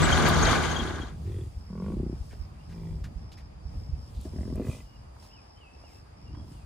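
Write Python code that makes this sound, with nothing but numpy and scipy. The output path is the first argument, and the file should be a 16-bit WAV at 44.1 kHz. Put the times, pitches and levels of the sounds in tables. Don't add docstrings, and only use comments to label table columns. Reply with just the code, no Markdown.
import sys
import numpy as np
from scipy import signal
from scipy.fft import next_fast_len
from scipy.io import wavfile
from scipy.ndimage import uniform_filter1d

SR = 44100
rng = np.random.default_rng(int(sys.argv[2]) if len(sys.argv) > 2 else 0)


def pcm_store(signal):
    levels = np.round(np.clip(np.atleast_2d(signal), -1, 1) * 32767)
    wavfile.write(sys.argv[1], SR, levels.astype(np.int16).T)


N = 293265

# f/Hz, level/dB
WIND_SPECTRUM = [(12, -45), (20, -26), (43, -1.5), (66, 2.5), (168, -13), (248, -20), (284, -33),
                 (500, -34), (650, -19), (1100, -120)]
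# f/Hz, likeness (1 same, -1 opposite)
AIR_LIKENESS = [(60, 0.94), (180, 0.88), (550, -0.34), (1650, -0.088), (4970, -0.29), (15000, -0.5)]


def amp(db):
    return 10 ** (np.asarray(db) / 20)


def rms_one(x):
    return x / np.sqrt(np.mean(x ** 2) + 1e-20)


def at_hz(points, hz):
    freqs, values = np.transpose(points)
    return np.interp(np.log(hz), np.log(freqs), values)


def three_points(times, values):
    t = np.arange(0, times[2] - times[0], 1 / SR)
    return t, np.interp(t + times[0], times, values)


def drift(rate, size=N):
    r = np.exp(-80 * np.pi * rate / SR)
    slow = signal.lfilter([1], [1, -2 * r, r * r], rng.standard_normal(N // 40 + 2002))[2000:]
    return np.interp(np.arange(size) / 40, np.arange(len(slow)), rms_one(slow))


def resonate(x, hz, width):
    r = np.exp(-np.pi * width / SR)
    feedback = [1, -2 * r * np.cos(2 * np.pi * hz / SR), r * r]
    return signal.lfilter(np.array([1, 0, -1]) * (1 - r * r) / 2, feedback, x)


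def ring(x, hz, width):
    return resonate(resonate(x, hz, width), hz, width)


def body(x, modes):
    return sum((-1) ** k * amp(db) * ring(x, hz, width) for k, (hz, width, db) in enumerate(modes))


def pan(db):
    return amp(np.array([[.5], [-.5]]) * db)


def add(out, start_s, x, pan_db=0):
    start = round(start_s * SR)
    x = x[:N - start]
    out[:, start:start + len(x)] += x * pan(pan_db)


def banded_noise(spectrum, likeness, flicker_db, rate, balance=((1, 0), (2, 0)), size=N):
    out, together = 0, drift(rate / 4, size)
    edges = np.r_[20 * 2 ** np.arange(0, 9.5, .5), 12200, 16500]
    white = rng.standard_normal((2, 2, size))
    for k, (low, high) in enumerate(zip(edges, edges[1:])):
        hz = np.sqrt(low * high)
        if at_hz(spectrum, hz) < -70:
            continue
        band = signal.butter(2, [low, high], "band", fs=SR, output="sos")
        mid, side = signal.sosfilt(band, white[k % 2])
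        alike = np.clip(at_hz(likeness, hz), -1, 1)
        stereo = np.sqrt(1 + alike) * mid + np.sqrt(1 - alike) * side * [[1], [-1]]
        gain = amp(at_hz(spectrum, hz) + flicker_db * (0.45 * together + drift(rate, size)))
        out = out + gain * pan(at_hz(balance, hz)) * stereo
    return rms_one(out)


def pasture_air():
    # f/Hz, level/dB
    spectrum = [(88, -30), (150, -7), (263, 2.5), (396, -0.5), (681, 1), (894, 2), (1870, -15), (2700, -5),
                (3410, -29), (5230, -13.5), (5870, -23), (9360, -23), (15500, -118.5)]
    return amp(-57.5) * banded_noise(spectrum, AIR_LIKENESS, flicker_db=1.3, rate=9.3)


def crickets():
    # start t/s, level/dB
    trills = [(1.1, -79), (1.5, -68.5), (2.028, -66.5), (2.6, -68), (3.17, -64.5), (3.62, -63.5),
              (4.24, -63.5), (4.702, -67.5), (5.18, -64), (5.72, -63), (6.163, -66)]
    wing_hz, strokes_per_s, left_lead_rad = 5190, 78, 2.41
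    pause_s, edge_s, last_end_s = 0.13, 0.016, 6.544
    t = np.arange(N) / SR
    cycle = np.cumsum(strokes_per_s * (1 + 0.0483 * drift(2.63))) / SR
    strokes = 1 + .5 * np.sin(2 * np.pi * cycle)
    wing = ring(rng.standard_normal(N), wing_hz, 370)
    wing = rms_one(wing * strokes * amp(2.0 * drift(25)))
    phase_shift = np.exp(.5j * left_lead_rad * np.array([[1], [-1]]))
    wing = np.real(signal.hilbert(wing, next_fast_len(N))[:N] * phase_shift)
    out = amp(-71.5) * rms_one(ring(rng.standard_normal((2, N)), hz=4840, width=700))
    ends = [start - pause_s for start, _ in trills[1:]] + [last_end_s]
    for (start, db), end in zip(trills, ends):
        out += amp(db) * np.clip(np.minimum(t - start, end - t) / edge_s, 0, 1) * wing
    return out


def bird():
    # start, turn and end t/s; start, turn and end f/Hz; level/dB
    notes = [(2.56, 2.598, 2.65, 2390, 2740, 3120, -69.5), (4.842, 4.9, 4.99, 2900, 2910, 2810, -66),
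             (5.296, 5.34, 5.41, 2570, 3090, 2270, -60.5), (5.555, 5.573, 5.605, 3220, 2980, 3320, -60),
             (5.589, 5.66, 5.765, 3140, 2565, 2660, -59.5), (5.811, 5.845, 5.945, 2350, 2940, 1880, -65),
             (5.918, 5.96, 6.0, 2690, 2640, 2660, -70.5), (6.25, 6.276, 6.31, 2920, 2820, 2770, -61.5),
             (6.3, 6.33, 6.36, 2730, 2950, 3200, -71), (6.34, 6.375, 6.42, 3210, 3280, 3320, -64),
             (6.506, 6.554, 6.645, 3100, 2930, 2390, -70)]
    attack_s, release_s, sag_db_per_s = 0.025, 0.022, 16
    echo_db, echo_s = -5, .7
    out = np.zeros((2, N))
    waver = amp(2 * drift(40) + 3 * drift(150))
    for *times, hz0, hz1, hz2, db in notes:
        t, hz = three_points(times, [hz0, hz1, hz2])
        hz = uniform_filter1d(hz, size=900)
        whistle = np.sin(2 * np.pi * np.cumsum(hz) / SR)
        shape = np.clip(np.minimum(t / attack_s, (t[-1] - t) / release_s), 0, 1)
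        add(out, times[0], amp(db - sag_db_per_s * t) * shape * whistle, pan_db=1)
    out *= waver
    out[1] = np.roll(out[1], 3)
    t = np.arange(0, echo_s, 1 / SR)
    echoes = rng.standard_normal((2, len(t))) * amp(-60 * t / echo_s)
    echoes *= amp(echo_db) / np.sqrt(np.sum(echoes ** 2) / 2)
    return out + signal.fftconvolve(out, echoes, axes=1)[:, :N]


def grass_rustle():
    # middle t/s, level/dB, half length/s
    rustles = [(1.324, -66, 0.27), (1.893, -67.5, 0.11), (2.27, -68, 0.19), (2.84, -69.5, 0.23),
               (3.78, -70, 0.088), (4.246, -64, 0.029), (4.418, -64.5, 0.38), (4.723, -57, 0.086),
               (5.242, -64, 0.053), (5.932, -69.5, 0.065), (6.538, -67.5, 0.11)]
    # f/Hz, level/dB
    spectrum = [(1500, -90), (1760, -51.5), (3000, 3.5), (4260, 2), (6530, 1), (8250, 2.5), (9470, 2),
                (11200, -33), (14000, -4)]
    t = np.arange(N) / SR
    gain = amp(-78.5) + sum(amp(db) * np.exp(-((t - s) / half) ** 2) for s, db, half in rustles)
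    return gain * banded_noise(spectrum, [(3000, .3), (15000, 0.27)], flicker_db=1.2, rate=4.8)


def wind_rumble():
    # t/s, level/dB
    gusts = [(.8, -37), (1.4, -39), (1.65, -45), (2.0, -30.5), (2.3, -43), (2.65, -42.5), (2.95, -34.5),
             (3.55, -46), (3.75, -35.5), (4.05, -40), (4.65, -34), (4.9, -49.5), (5.0, -46), (5.4, -54),
             (5.9, -53.5), (6.22, -47), (6.4, -38), (6.55, -45.5)]
    db = np.interp(np.arange(N) / SR, *np.transpose(gusts))
    return amp(db) * banded_noise(WIND_SPECTRUM, AIR_LIKENESS, flicker_db=2.5, rate=37)


def wind_buffets():
    # t/s, level/dB, starting f/Hz
    buffets = [(0.434, -15.5, 63), (0.475, -21, 90), (0.499, -23, 150), (0.519, -18.5, 244),
               (1.556, -27.5, 65.6), (2.198, -22.5, 66.5), (2.392, -29.5, 55.5), (2.903, -26, 70),
               (3.007, -23, 71), (3.149, -24.5, 61), (3.646, -26, 66), (3.757, -25, 57),
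               (3.889, -27.5, 113), (3.919, -20.5, 67), (4.163, -25.5, 64), (4.684, -18, 120)]
    cycles, slowing = 1.91, 0.14
    out = np.zeros((2, N))
    for start, db, hz in buffets:
        progress = np.arange(0, 1, hz / cycles / SR)
        thump = np.sin(2 * np.pi * cycles * progress * (1 - slowing * progress))
        add(out, start, amp(db) * np.hanning(len(thump)) * thump, pan_db=rng.normal(0, 5))
    return out


def grass_tears():
    # t/s, level/dB, centre f/Hz, length/s
    tears = [(1.26, -63, 2050, 0.049), (2.302, -58.5, 1720, 0.042), (2.319, -60, 1530, 0.03),
             (2.691, -59, 1540, 0.038), (2.717, -59, 2110, 0.021), (3.037, -49.5, 1610, 0.031),
             (3.316, -54, 3320, 0.028), (3.372, -57, 1880, 0.041), (4.139, -63.5, 3700, 0.08),
             (4.2, -61, 4000, 0.035), (4.657, -64, 6600, 0.091), (5.222, -60.5, 900, 0.055)]
    out = np.zeros((2, N))
    for start, db, hz, length in tears:
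        t = np.arange(0, 3 * length, 1 / SR)
        snaps = rng.standard_normal(len(t)) * amp(7.0 * rng.standard_normal(len(t)))
        crackle = resonate(snaps, hz, 0.5 * hz) + 0.15 * ring(snaps, 3320, 3800)
        shape = np.tanh(t / 0.003) * np.exp(-(t / length) ** 2)
        add(out, start, amp(db) * shape * rms_one(crackle))
    return out


def ticks():
    # t/s, level/dB, f/Hz, left minus right/dB, decay/s
    knocks = [(0.286, -27, 9200, -3, 0.0086), (2.33, -44, 400, -6, 0.0099), (4.213, -44, 9500, 0, .0012),
              (4.42, -57, 8000, 0, .001), (4.557, -47, 9000, 0, 0.0021), (5.165, -48, 895, -2, 0.0055),
              (5.838, -47, 580, -11, .004), (6.348, -46.5, 1040, -8, 0.0047)]
    out, t = np.zeros((2, N)), np.arange(0, .03, 1 / SR)
    for start, db, hz, pan_db, decay in knocks:
        knock = ring(rng.standard_normal(len(t)) * np.exp(-t / decay), hz, width=hz)
        add(out, start, amp(db) * knock / np.abs(knock).max(), pan_db)
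    return out


def soften(clicks, hz):
    touch = np.hanning(round(.6 * SR / hz))
    return signal.fftconvolve(clicks, touch / touch.sum())[:len(clicks)]


def grunts():
    # start, peak and end t/s; peak level/dB; swell/dB; slaps per second at start, peak and end
    calls = [(0.792, 0.951, 1.05, -39.5, -3, 36.2, 33.2, 30.7), (1.10, 1.21, 1.3, -42.5, 0, 49, 53, 49),
             (1.25, 1.359, 1.48, -31, 7.5, 42.7, 45.3, 36), (1.701, 1.892, 1.945, -30.5, 7.5, 36.5, 53, 52),
             (1.903, 1.962, 2.14, -32, 1.5, 30.8, 31.5, 31), (2.69, 2.83, 3.01, -37, 10, 57.4, 54.5, 51.3),
             (4.252, 4.272, 4.278, -37.5, 4, 24.6, 18, 24), (4.333, 4.429, 4.545, -39, 3, 36, 46, 39),
             (4.553, 4.658, 4.7, -40, 1, 43, 43, 40), (4.596, 4.596, 4.615, -27.5, 6, 107, 114, 98),
             (4.562, 4.702, 4.82, -48, 4, 54, 63.6, 48), (6.184, 6.38, 6.63, -47, 18, 26.8, 28, 25.5)]
    # throat number, unevenness (share of the gap between slaps), breath level/dB
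    voices = [(0, .08, 6), (1, .03, -10), (2, .04, 6), (3, .012, -3), (4, .015, -4), (5, .012, -12),
              (6, .08, 11), (6, .04, 7), (6, .08, 11), (8, .05, 4), (7, .04, 6), (9, .1, 6)]
    # f/Hz, width/Hz, level/dB
    throats = [
        [(208, 160, 1), (340, 160, 0)],
        [(158, 58, 2), (292, 340, -18)],
        [(92, 45, 12), (349, 138, -7.5), (840, 520, -38), (1900, 310, -34.5), (2502, 450, -38.5),
         (3440, 330, -35.5)],
        [(184.7, 47, 12), (390, 236, -8), (602, 99, -36), (960, 140, -20.5), (1108, 98, -17),
         (1415, 160, -28.5), (2150, 740, -39)],
        [(183, 106, 7.5), (323, 110, 2.5), (525, 350, -23)],
        [(163.6, 35, 7), (328, 250, -11.5), (920, 200, -23), (1980, 290, -35), (2370, 170, -31.5),
         (3370, 200, -39)],
        [(195, 160, 8.5), (356, 210, 1), (630, 150, -13), (1060, 400, -22.5), (1560, 360, -24),
         (2000, 300, -24.5)],
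        [(230, 120, 3), (470, 420, -2.5), (1040, 500, -12), (2020, 120, -10), (2470, 240, -8)],
        [(255, 200, 10.5), (483, 270, -0.5), (830, 350, -25)],
        [(142, 115, -2), (297, 69, -6), (940, 350, -25)],
    ]
    rasp_from_hz, scatter_db, max_slaps = 1300, 1.3, 40
    tail = (0, SR // 8)
    out = np.zeros((2, N))
    for (*times, peak_db, swell_db, r0, r1, r2), (caller, rough, breath_db) in zip(calls, voices):
        t, rate = three_points(times, [r0, r1, r2])
        _, off_peak = three_points(times, [1, 0, 1])
        db = peak_db - swell_db * off_peak ** 2.5
        cycle = np.cumsum(rate) / SR
        at = np.flatnonzero(np.diff(np.floor(cycle), prepend=-1))
        timing, force = rng.standard_normal((max_slaps, 2))[:len(at)].T
        at = np.clip(at + (rough * timing * SR / rate[at]).astype(int), 0, len(t) - 1)
        clicks, slaps = np.zeros((2, len(t)))
        clicks[at] = 1
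        slaps[at] = amp(db[at] + 9.3 * rough * force)
        edges = np.clip(np.minimum(t, t[-1] - t) / 0.0011, 0, 1)
        puffs = rng.standard_normal(SR)[:len(t)] * np.exp(-4 * (cycle % 1))
        puffs *= amp(db) * edges * np.sqrt(rate / SR)
        pulses = np.pad(slaps + amp(breath_db) * puffs, tail)
        rasp = amp(db - 3) * clicks + amp(7) * puffs
        rasp = np.pad(rasp * amp(.8 * (db - peak_db)), tail)
        slap_number = np.minimum(np.pad(cycle, tail, "edge").astype(int), max_slaps - 1)
        voice = 0
        for k, (hz, width, mode_db) in enumerate(throats[caller]):
            drive = soften(pulses, hz) if hz < rasp_from_hz else rasp
            scatter = amp(scatter_db * rng.standard_normal(max_slaps)[slap_number])
            voice += (-1) ** k * amp(mode_db) * ring(drive * scatter + 1e-18, hz, width)
        voice /= np.sqrt(np.mean(body(clicks, throats[caller]) ** 2))
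        voice[350:] += 0.27 * voice[:-350]
        add(out, times[0], voice)
    return out


def engine_hum(firings):
    # multiple of the firing rate, level/dB
    tones = [(1, -12), (2, 1), (4, 0), (6, -7), (8, -10), (9, -11), (15, -14), (27, -13), (28, -12),
             (30, -11)]
    stereo_phase = np.array([[1], [1.4]])
    return sum(amp(db + drift(4, len(firings))) * np.sin(k * (2 * np.pi * firings + stereo_phase))
               for k, db in tones)


def exhaust(firings):
    # f/Hz, width/Hz, level/dB
    pipe = [(360, 51, -8.5), (608, 75, -11.5), (760, 150, -8), (1105, 140, -9), (1488, 77, -3.5),
            (1646, 38, -0.5)]
    pulses = np.diff(np.floor(firings), prepend=0) * amp(rng.normal(0, 1.4, len(firings)))
    return rms_one(body(pulses, pipe))


def tyre_roar(size):
    # f/Hz, level/dB
    spectrum = [(18, -36), (30, -6.5), (75, -8), (123, -4), (160, -6.5), (359, -12), (561, -16.5),
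                (1510, -14.5), (2150, -19.5), (3050, -23.5), (4300, -29), (6100, -30.5), (8600, -39.5),
                (11200, -50), (14000, -54.5)]
    # f/Hz, likeness
    likeness = [(60, 0.22), (180, 1), (550, 0.21), (1650, 0.65), (4970, 0.2), (15000, 0.21)]
    # f/Hz, left minus right/dB
    balance = [(60, -10.5), (180, 4), (550, -4), (1650, 2.5), (4970, 12), (15000, -7)]
    bounce_s = .000385
    roar = banded_noise(spectrum, likeness, flicker_db=2.2, rate=45, balance=balance, size=size)
    gap = np.zeros(round(bounce_s * SR) - 1)
    roar = signal.lfilter(np.r_[1, gap, -.75], np.r_[1, gap, -.45], roar)
    return roar - 0.49 * resonate(roar, hz=1780, width=280)


def headwind(t):
    drops_at_s, drop_db_per_s = 0.46, 150
    gain = amp(-28 - drop_db_per_s * np.maximum(t - drops_at_s, 0))
    return gain * banded_noise(WIND_SPECTRUM, [(30, .1), (300, -.3)], flicker_db=3.5, rate=20, size=len(t))


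def suspension_squeaks():
    # t/s, level/dB, f/Hz, octave above the main tone/dB, length/s
    squeaks = [(.0, -32, 3280, -20, 0.019), (0.01, -53, 3870, 17, 0.063), (0.118, -26, 3196, -11, 0.025),
               (0.419, -45, 3220, 14.5, 0.029), (0.453, -32, 3200, -6, 0.042),
               (0.699, -54.5, 3190, 13, 0.04), (0.753, -36, 3260, -12, 0.029),
               (0.776, -38.5, 3250, -23, 0.056), (1.003, -44.5, 3240, -31, 0.043)]
    out = np.zeros((2, N))
    for start, db, hz, octave_db, length in squeaks:
        size = round(length * SR)
        slip = rng.standard_normal((2, size + 400))
        tone = rms_one(ring(slip[0], hz, 110)[400:])
        octave = rms_one(ring(slip[1], 2 * hz, 340)[400:])
        add(out, start, amp(db) * np.hanning(size) * (tone + amp(octave_db) * octave), pan_db=8)
    return out


def vehicle():
    firings_per_s, fade_from_s, fade_to_s = 39.8, 0.43, 1.184
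    jolt_db, jolt_s = 10, .025
    size = round(1.3 * SR)
    t = np.arange(size) / SR
    fade = np.clip((fade_to_s - t) / (fade_to_s - fade_from_s), 0, 1) ** 1.46
    jolt = amp(jolt_db * np.exp(-t / jolt_s))
    firings = np.cumsum(firings_per_s * (1 + 0.0036 * drift(6, size))) / SR
    hum = amp(-28) * jolt * pan(3) * engine_hum(firings)
    rolling = hum + amp(-32) * exhaust(firings) + amp(-22.5) * tyre_roar(size)
    out = np.zeros((2, N))
    out[:, :size] = fade * rolling + jolt * headwind(t)
    return out


def scene():
    ride = vehicle() + suspension_squeaks()
    grazing = grunts() + grass_tears() + ticks()
    breeze = wind_rumble() + grass_rustle() + wind_buffets()
    return ride + grazing + breeze + crickets() + bird() + pasture_air()


def record(dry):
    thin = signal.sosfilt(signal.butter(2, 38, "high", fs=SR, output="sos"), dry)
    return signal.sosfilt(signal.cheby2(24, 70, 15850, fs=SR, output="sos"), thin)


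dry = scene()
out = record(dry)
pcm_store(out)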